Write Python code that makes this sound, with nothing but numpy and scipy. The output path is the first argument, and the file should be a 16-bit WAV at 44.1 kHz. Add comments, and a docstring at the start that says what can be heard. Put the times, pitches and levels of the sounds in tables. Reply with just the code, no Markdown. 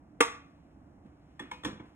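"""A small kitchen heard close up by two microphone ports: a low wavering hum, with faint grainy handling.
A plastic tub knocks once on a steel spoon over a mixing bowl; its shell and the bowl ring as dying sines.
After a weak thud the tub ticks twice, waking a thin spoon ring, and is set down on the worktop.
It lands with hollow thuds: worktop modes over a short noise rumble. Short noise bursts make each contact;
decaying noise gives the kitchen's reflections."""
import sys
import numpy as np
from scipy import signal
from scipy.fft import rfft, irfft, next_fast_len
from scipy.io import wavfile
from scipy.ndimage import uniform_filter1d

SR = 44100
rng = np.random.default_rng(int(sys.argv[2]) if len(sys.argv) > 2 else 0)


def store_wav(level_fs):
    """Save 16-bit WAV to argv[1]."""
    pcm = np.round(np.clip(np.atleast_2d(level_fs), -1, 1) * 32767)
    wavfile.write(sys.argv[1], SR, pcm.T.astype(np.int16))


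N = 85995

# Room hum spectrum. Each row: frequency in Hz, relative density in dB per Hz.
HUM_COLOUR = [(20, -16), (40, -8.5), (65, 3.5), (110, -4), (160, -1), (230, -3.5), (290, 3), (400, -15.5),
              (540, -14.5), (680, -11.5), (1000, -18), (2000, -30), (3500, -45), (6000, -44),
              (10000, -51.5), (16000, -58)]
# Decay of the kitchen's reflections. Each row: frequency in Hz, time to fall 60 dB in s.
KITCHEN_DECAY = [(120, 0.17), (400, .3), (1100, 0.44), (2700, 0.4), (7000, 0.32), (14000, 0.2)]
# The two microphone ports. Each row: frequency in Hz, likeness of diffuse sound from 0 to 1,
# left minus right level in dB, extra lead of the left port in radians.
PORT_PAIR = [(80, .99, -1, .1), (300, .96, -4, .45), (480, .8, -4, .9), (700, .6, 0, -.1),
             (1000, .6, 0, -1.0), (1400, .5, 0, -.6), (2150, .5, 2, .5), (2750, .55, 1, .4),
             (3400, .7, -1, -.2), (4400, .98, 0, 0), (9000, .95, 0, 0)]
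# Handling rustle over time. Each row: time in s, level in dB.
RUSTLE_LEVEL = [(0, -89), (.5, -75), (1.02, -88.5), (1.06, -74), (1.11, -80.5), (1.349, -75.5),
                (1.6, -68.5), (1.78, -83.5), (1.87, -69.5), (1.95, -74.5)]
# Rustle spectrum. Each row: frequency in Hz, relative density in dB per Hz.
RUSTLE_SPECTRUM = [(200, -11), (900, 1.5), (2500, -0.5), (4000, -10), (7000, -15), (15000, -29.5)]
# Worktop modes. Each row: frequency in Hz, level in dB relative to the thud, time to fall 60 dB in s.
WORKTOP_MODES = [(91.5, -13.5, 0.22), (147.5, -4.5, 0.154), (206.5, -3.5, 0.18), (241.3, -7.5, 0.25),
                 (289.5, -11.5, 0.22), (319.2, -0.5, 0.15), (379.7, -10, 0.11), (499.3, -12.5, 0.19)]
# Rumble of the cupboard under the worktop. Each row: frequency in Hz, relative density in dB per Hz.
CUPBOARD_COLOUR = [(40, -19.5), (90, -7.5), (150, -5.5), (250, -3.5), (330, 1), (420, -16.5), (520, -19.5),
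                   (700, -20.5), (1200, -19.5), (3000, -34), (12000, -92)]
# Thuds on the worktop. Each row: start in s, level in dB, tilt in dB per octave.
WORKTOP_THUDS = [(1.05, -51.5, -2.5), (1.400, -43.5, 5), (1.417, -50, 4), (1.519, -54, 14), (1.656, -32, 1),
                 (1.723, -48.5, -6), (1.798, -43.5, 0)]
# Spoon modes. Each row: frequency in Hz, level in dB relative to the touch, time to fall 60 dB in s.
SPOON_MODES = [(980, -3, 0.3), (1264, -6.5, 0.37), (2481, 5, 0.2), (2486, -1, 0.33), (2530, -10, 0.25),
               (3800, -1.5, 0.17)]
# Touches that wake the spoon. Each row: start in s, level in dB.
SPOON_TOUCHES = [(1.3942, -61.5), (1.5149, -52.5)]
# Steel bowl modes. Each row: frequency in Hz, level in dB, time to fall 60 dB in s.
BOWL_MODES = [(482, -45.5, 0.21), (482.4, -38, 0.33), (662, -47.5, 0.44), (1120, -35.5, 0.15),
              (1128, -33.5, 0.45), (1186, -30.5, 0.32), (1190, -36.5, 0.38), (1292, -36.5, 0.18),
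              (1323, -35.5, 0.27), (1493, -47.5, 0.4), (2080, -48, 0.23), (2683, -47, 0.4),
              (3100, -48.5, .25), (5750, -44.5, .16)]
# Spectrum of a contact crack. Each row: frequency in Hz, relative density in dB per Hz.
CRACK_COLOUR = [(100, -15), (300, -6.5), (650, -8.5), (1100, 0), (1600, -0.5), (2300, -3), (2950, -5),
                (3500, 0.5), (4200, -9), (4900, -12), (5600, -5.5), (7000, -9.5), (8500, -11.5),
                (11000, -18), (15500, -24.5)]
# Plastic tub modes. Each row: frequency in Hz, time to fall 60 dB in s, then the relative level in dB
# when struck on the wall, corner, edge and base.
TUB_MODES = [(293, 0.058, -3, -22, -10, 5.5), (468.7, 0.077, -1.5, -25, -20, -6),
             (858, .07, -17, -2, 1.5, -1.5), (922, 0.11, -13.5, -27, -2, -10),
             (999, 0.059, -22.5, -2, 5.5, -2), (1097, 0.17, -21, -28, -21.5, -8),
             (1169.7, 0.1, -2.5, -7, -12.5, -22), (1275, 0.028, -10, -18, -10.5, -30),
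             (1430.6, 0.032, -3.5, -35, -2.5, -9), (1645, 0.068, -13, -11, -10, -13),
             (1746, 0.041, -15.5, 0.5, -1, -26.5), (1832, 0.053, -13.5, 4.5, -27, 1.5),
             (2140, 0.085, -10, -12.5, -5.5, -13), (2230, 0.026, -12, -15, 8, -32.5),
             (2483, .06, -21, -9, -21, -25), (2640, 0.065, -24, -21, -30, -27),
             (2722, .07, -11, -20, -20, -8), (3170, .06, -17.5, -35.5, -5.5, -11),
             (3376, 0.12, -22.5, -2, -14, -25), (3415, 0.02, -18, -24.5, 5, 14)]
# Where the tub can be struck, in the order of those four level columns.
TUB_SPOTS = ["wall", "corner", "edge", "base"]
# Knocks on the tub. Each row: start in s, spot, ring level in dB, crack level in dB, crack decay in s
# (to 1/e), crack tilt in dB per octave, crack rise in s, send to the kitchen in dB.
TUB_KNOCKS = [(0.205, "wall", -11, -16, .007, 0, .0006, 1.5),
              (1.3937, "corner", -37, -42, 0.007, -1, 0.002, 1.5),
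              (1.513, "edge", -37, -42, 0.0062, -0.5, 0.001, 2.5),
              (1.635, "base", -46.5, -46, 0.0145, -3.5, .0005, -18),
              (1.6478, "base", -33, -33.5, .011, -2, 0.0002, 3),
              (1.776, "base", -58, -62, 0.0078, -6, 0.0029, -2),
              (1.796, "edge", -52.5, -46, 0.0113, -8.5, 0.0037, -2.5)]

HUM_DB, HUM_SWELL_DB, HUM_SWELL_S = -57, 0.83, 0.15  # swell: spread of the level and time between its points
KITCHEN_DB, KITCHEN_ONSET_S = -7.5, 0.0017
ECHO_S, ECHO_DB, ECHO_LENGTH_S = 0.022, -4, 0.0088  # a cluster of reflections off the nearest wall
STEEL_SEND_DB, THUD_SEND_DB, RING_SEND_DB = -5.5, 4, -7.5  # sends to the kitchen
LEFT_LAG_S = 5 / 44100
EDGE_HZ = 16200  # upper limit of the recorder
RUSTLE_GRAIN_DB = 1  # spread of the grain's level
THUD_RISE_S, CUPBOARD_DB, CUPBOARD_T60_S = 0.001, -4, 0.3
RING_RISE_S = 0.0023
BOUNCE_S, BOUNCE_DB, BOUNCE_TILT_DB = 0.0032, -8.5, -2.5  # second contact; tilt per octave makes it duller
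TUB_LOW_CUT_HZ = 260


def amp(db):
    """Decibels to gain."""
    return 10 ** (np.asarray(db) / 20)


def unit(x):
    """Scales to an rms of one."""
    return x / np.sqrt(np.mean(x ** 2) + 1e-20)


def read(points, hz, axis=1):
    """Reads one column of a table on a log-frequency axis."""
    table = np.transpose(points)
    return np.interp(np.log(hz + 1), np.log(table[0] + 1), table[axis])


def add(mix, s, sound):
    """Mixes a sound in at time s."""
    part = mix[..., round(s * SR):]
    part += sound[..., :part.shape[-1]]


def fall(t, t60):
    """Exponential decay that loses 60 dB in t60 seconds."""
    return np.exp(-np.log(1000) * t / t60)


def swell_in(t, rise_s):
    """Smooth exponential onset."""
    return 1 - np.exp(-t / rise_s)


def noise(colour, tilt_db=0):
    """Two unrelated noises of one colour, each with an rms of one."""
    size = next_fast_len(N, True)
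    hz = np.fft.rfftfreq(size, 1 / SR)
    octaves = np.log2((hz + 200) / 2000)  # the tilt flattens out in the bass
    gain = amp(read(colour, hz) + tilt_db * octaves)
    white = rng.standard_normal((2, size))
    return unit(irfft(rfft(white) * gain, size)[:, :N])


def ring(modes, rise_s):
    """Dying sines that swell in briefly; neighbouring modes swing in opposite directions."""
    t = np.arange(N) / SR
    tones = np.zeros(N)
    for k, (hz, db, t60) in enumerate(modes):
        tones += (-1) ** k * amp(db) * fall(t, t60) * np.sin(2 * np.pi * hz * t)
    return tones * swell_in(t, rise_s)


def low_cut(x, hz):
    """Second-order bass roll-off."""
    return signal.sosfilt(signal.butter(N=2, Wn=hz, btype="high", fs=SR, output="sos"), x)


def hum():
    """The low background of the room wavers slightly in level."""
    steps = np.arange(0, N / SR + HUM_SWELL_S, HUM_SWELL_S)
    swell = np.interp(np.arange(N) / SR, steps, rng.standard_normal(len(steps)))
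    return amp(HUM_DB + HUM_SWELL_DB * swell) * noise(HUM_COLOUR)


def kitchen(x):
    """Dense reflections, each band dying at its own speed; every call draws a fresh pattern."""
    hz, t, bands = signal.stft(rng.standard_normal((2, SR)), SR, nperseg=256)
    bands = bands * fall(t, read(KITCHEN_DECAY, hz)[:, None])
    tail = signal.istft(bands, SR, nperseg=256)[1]
    t = np.arange(tail.shape[1]) / SR
    echo = amp(ECHO_DB) * np.exp(-((t - ECHO_S) / ECHO_LENGTH_S) ** 2)
    tail = tail * (swell_in(t, KITCHEN_ONSET_S) + echo)
    tail = tail / np.linalg.norm(tail[0])
    return amp(KITCHEN_DB) * signal.fftconvolve(x[None], tail, axes=1)[:, :N]


def ports(sound):
    """Two ports hear one wave, or a partly shared diffuse pair; a lag and a phase turn act on the left."""
    size = next_fast_len(N + 4096)
    hz, z = np.fft.rfftfreq(size, 1 / SR), rfft(sound, size)
    left = right = z
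    if z.ndim == 2:  # a diffuse pair
        same = np.clip(read(PORT_PAIR, hz), 0, 1)
        left, right = same * z[0] + np.sqrt(1 - same ** 2) * z[1], z[0]
    lean = amp(read(PORT_PAIR, hz, axis=2) / 2)  # half the difference on each side
    turn = np.exp(1j * (read(PORT_PAIR, hz, axis=3) - 2 * np.pi * hz * LEFT_LAG_S))
    return irfft(np.array([left * lean * turn, right / lean]), size)[:, :N]


def rustle():
    """Faint grainy friction of the things in hand."""
    flicker = unit(uniform_filter1d(rng.standard_normal(N), size=200))
    grain = unit(amp(RUSTLE_GRAIN_DB * flicker))
    level_db = np.interp(np.arange(N) / SR, *np.transpose(RUSTLE_LEVEL))
    return noise(RUSTLE_SPECTRUM) * grain * amp(level_db)


def worktop():
    """Hollow thuds as the tub's weight lands: worktop modes with a short cupboard rumble."""
    out, t = np.zeros(N), np.arange(N) / SR
    shape = fall(t, CUPBOARD_T60_S) * swell_in(t, THUD_RISE_S)
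    for s, level_db, tilt_db in WORKTOP_THUDS:
        modes = [(hz, level_db + db + tilt_db * np.log2(hz / 250), t60) for hz, db, t60 in WORKTOP_MODES]
        add(out, s, ring(modes, THUD_RISE_S))
        add(out, s, amp(level_db + CUPBOARD_DB) * shape * noise(CUPBOARD_COLOUR, tilt_db)[0])
    return out


def spoon():
    """A thin metallic ring, likely the spoon, outlasts the two light ticks."""
    out = np.zeros(N)
    for s, db in SPOON_TOUCHES:
        add(out, s, amp(db) * ring(SPOON_MODES, RING_RISE_S))
    return out


def bowl():
    """The steel bowl, damped by flour and a towel, rings on after the first knock."""
    out = np.zeros(N)
    add(out, TUB_KNOCKS[0][0], ring(BOWL_MODES, RING_RISE_S))
    return out


def crack(db, decay_s, tilt_db, rise_s):
    """The dense, quickly dying clatter of a contact, with its immediate rebound."""
    t = np.arange(N) / SR
    shape = amp(db) * np.exp(-t / decay_s) * swell_in(t, rise_s)
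    out = shape * noise(CRACK_COLOUR, tilt_db)
    rebound = amp(BOUNCE_DB) * shape * noise(CRACK_COLOUR, tilt_db + BOUNCE_TILT_DB)
    add(out, BOUNCE_S, rebound)
    return out


def tub(spot, ring_db):
    """A knock rings the plastic shell; the spot that is struck sets the mix of modes."""
    column = TUB_SPOTS.index(spot)
    modes = [(hz, ring_db + levels[column], t60) for hz, t60, *levels in TUB_MODES]
    return low_cut(ring(modes, RING_RISE_S), TUB_LOW_CUT_HZ)


def scene():
    """Rings and thuds arrive directly; clatter, rustle, reflections and hum are diffuse."""
    diffuse = hum() + rustle()
    thuds, steel = worktop(), spoon() + bowl()
    direct = steel + thuds
    diffuse += kitchen(amp(STEEL_SEND_DB) * steel + amp(THUD_SEND_DB) * thuds)
    for s, spot, ring_db, crack_db, decay_s, tilt_db, rise_s, send_db in TUB_KNOCKS:
        clatter = crack(crack_db, decay_s, tilt_db, rise_s)
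        shell = tub(spot, ring_db)
        reflections = kitchen(clatter[0] + amp(RING_SEND_DB) * shell)
        add(direct, s, shell)
        add(diffuse, s, clatter + amp(send_db) * reflections)
    return ports(direct) + ports(diffuse)


def record(dry):
    """The recorder's band limit: a steep low-pass filter without delay."""
    low_pass = signal.firwin(511, EDGE_HZ, window=("kaiser", 9), fs=SR)
    return signal.oaconvolve(dry, low_pass[None], "same")


dry = scene()
out = record(dry)
store_wav(out)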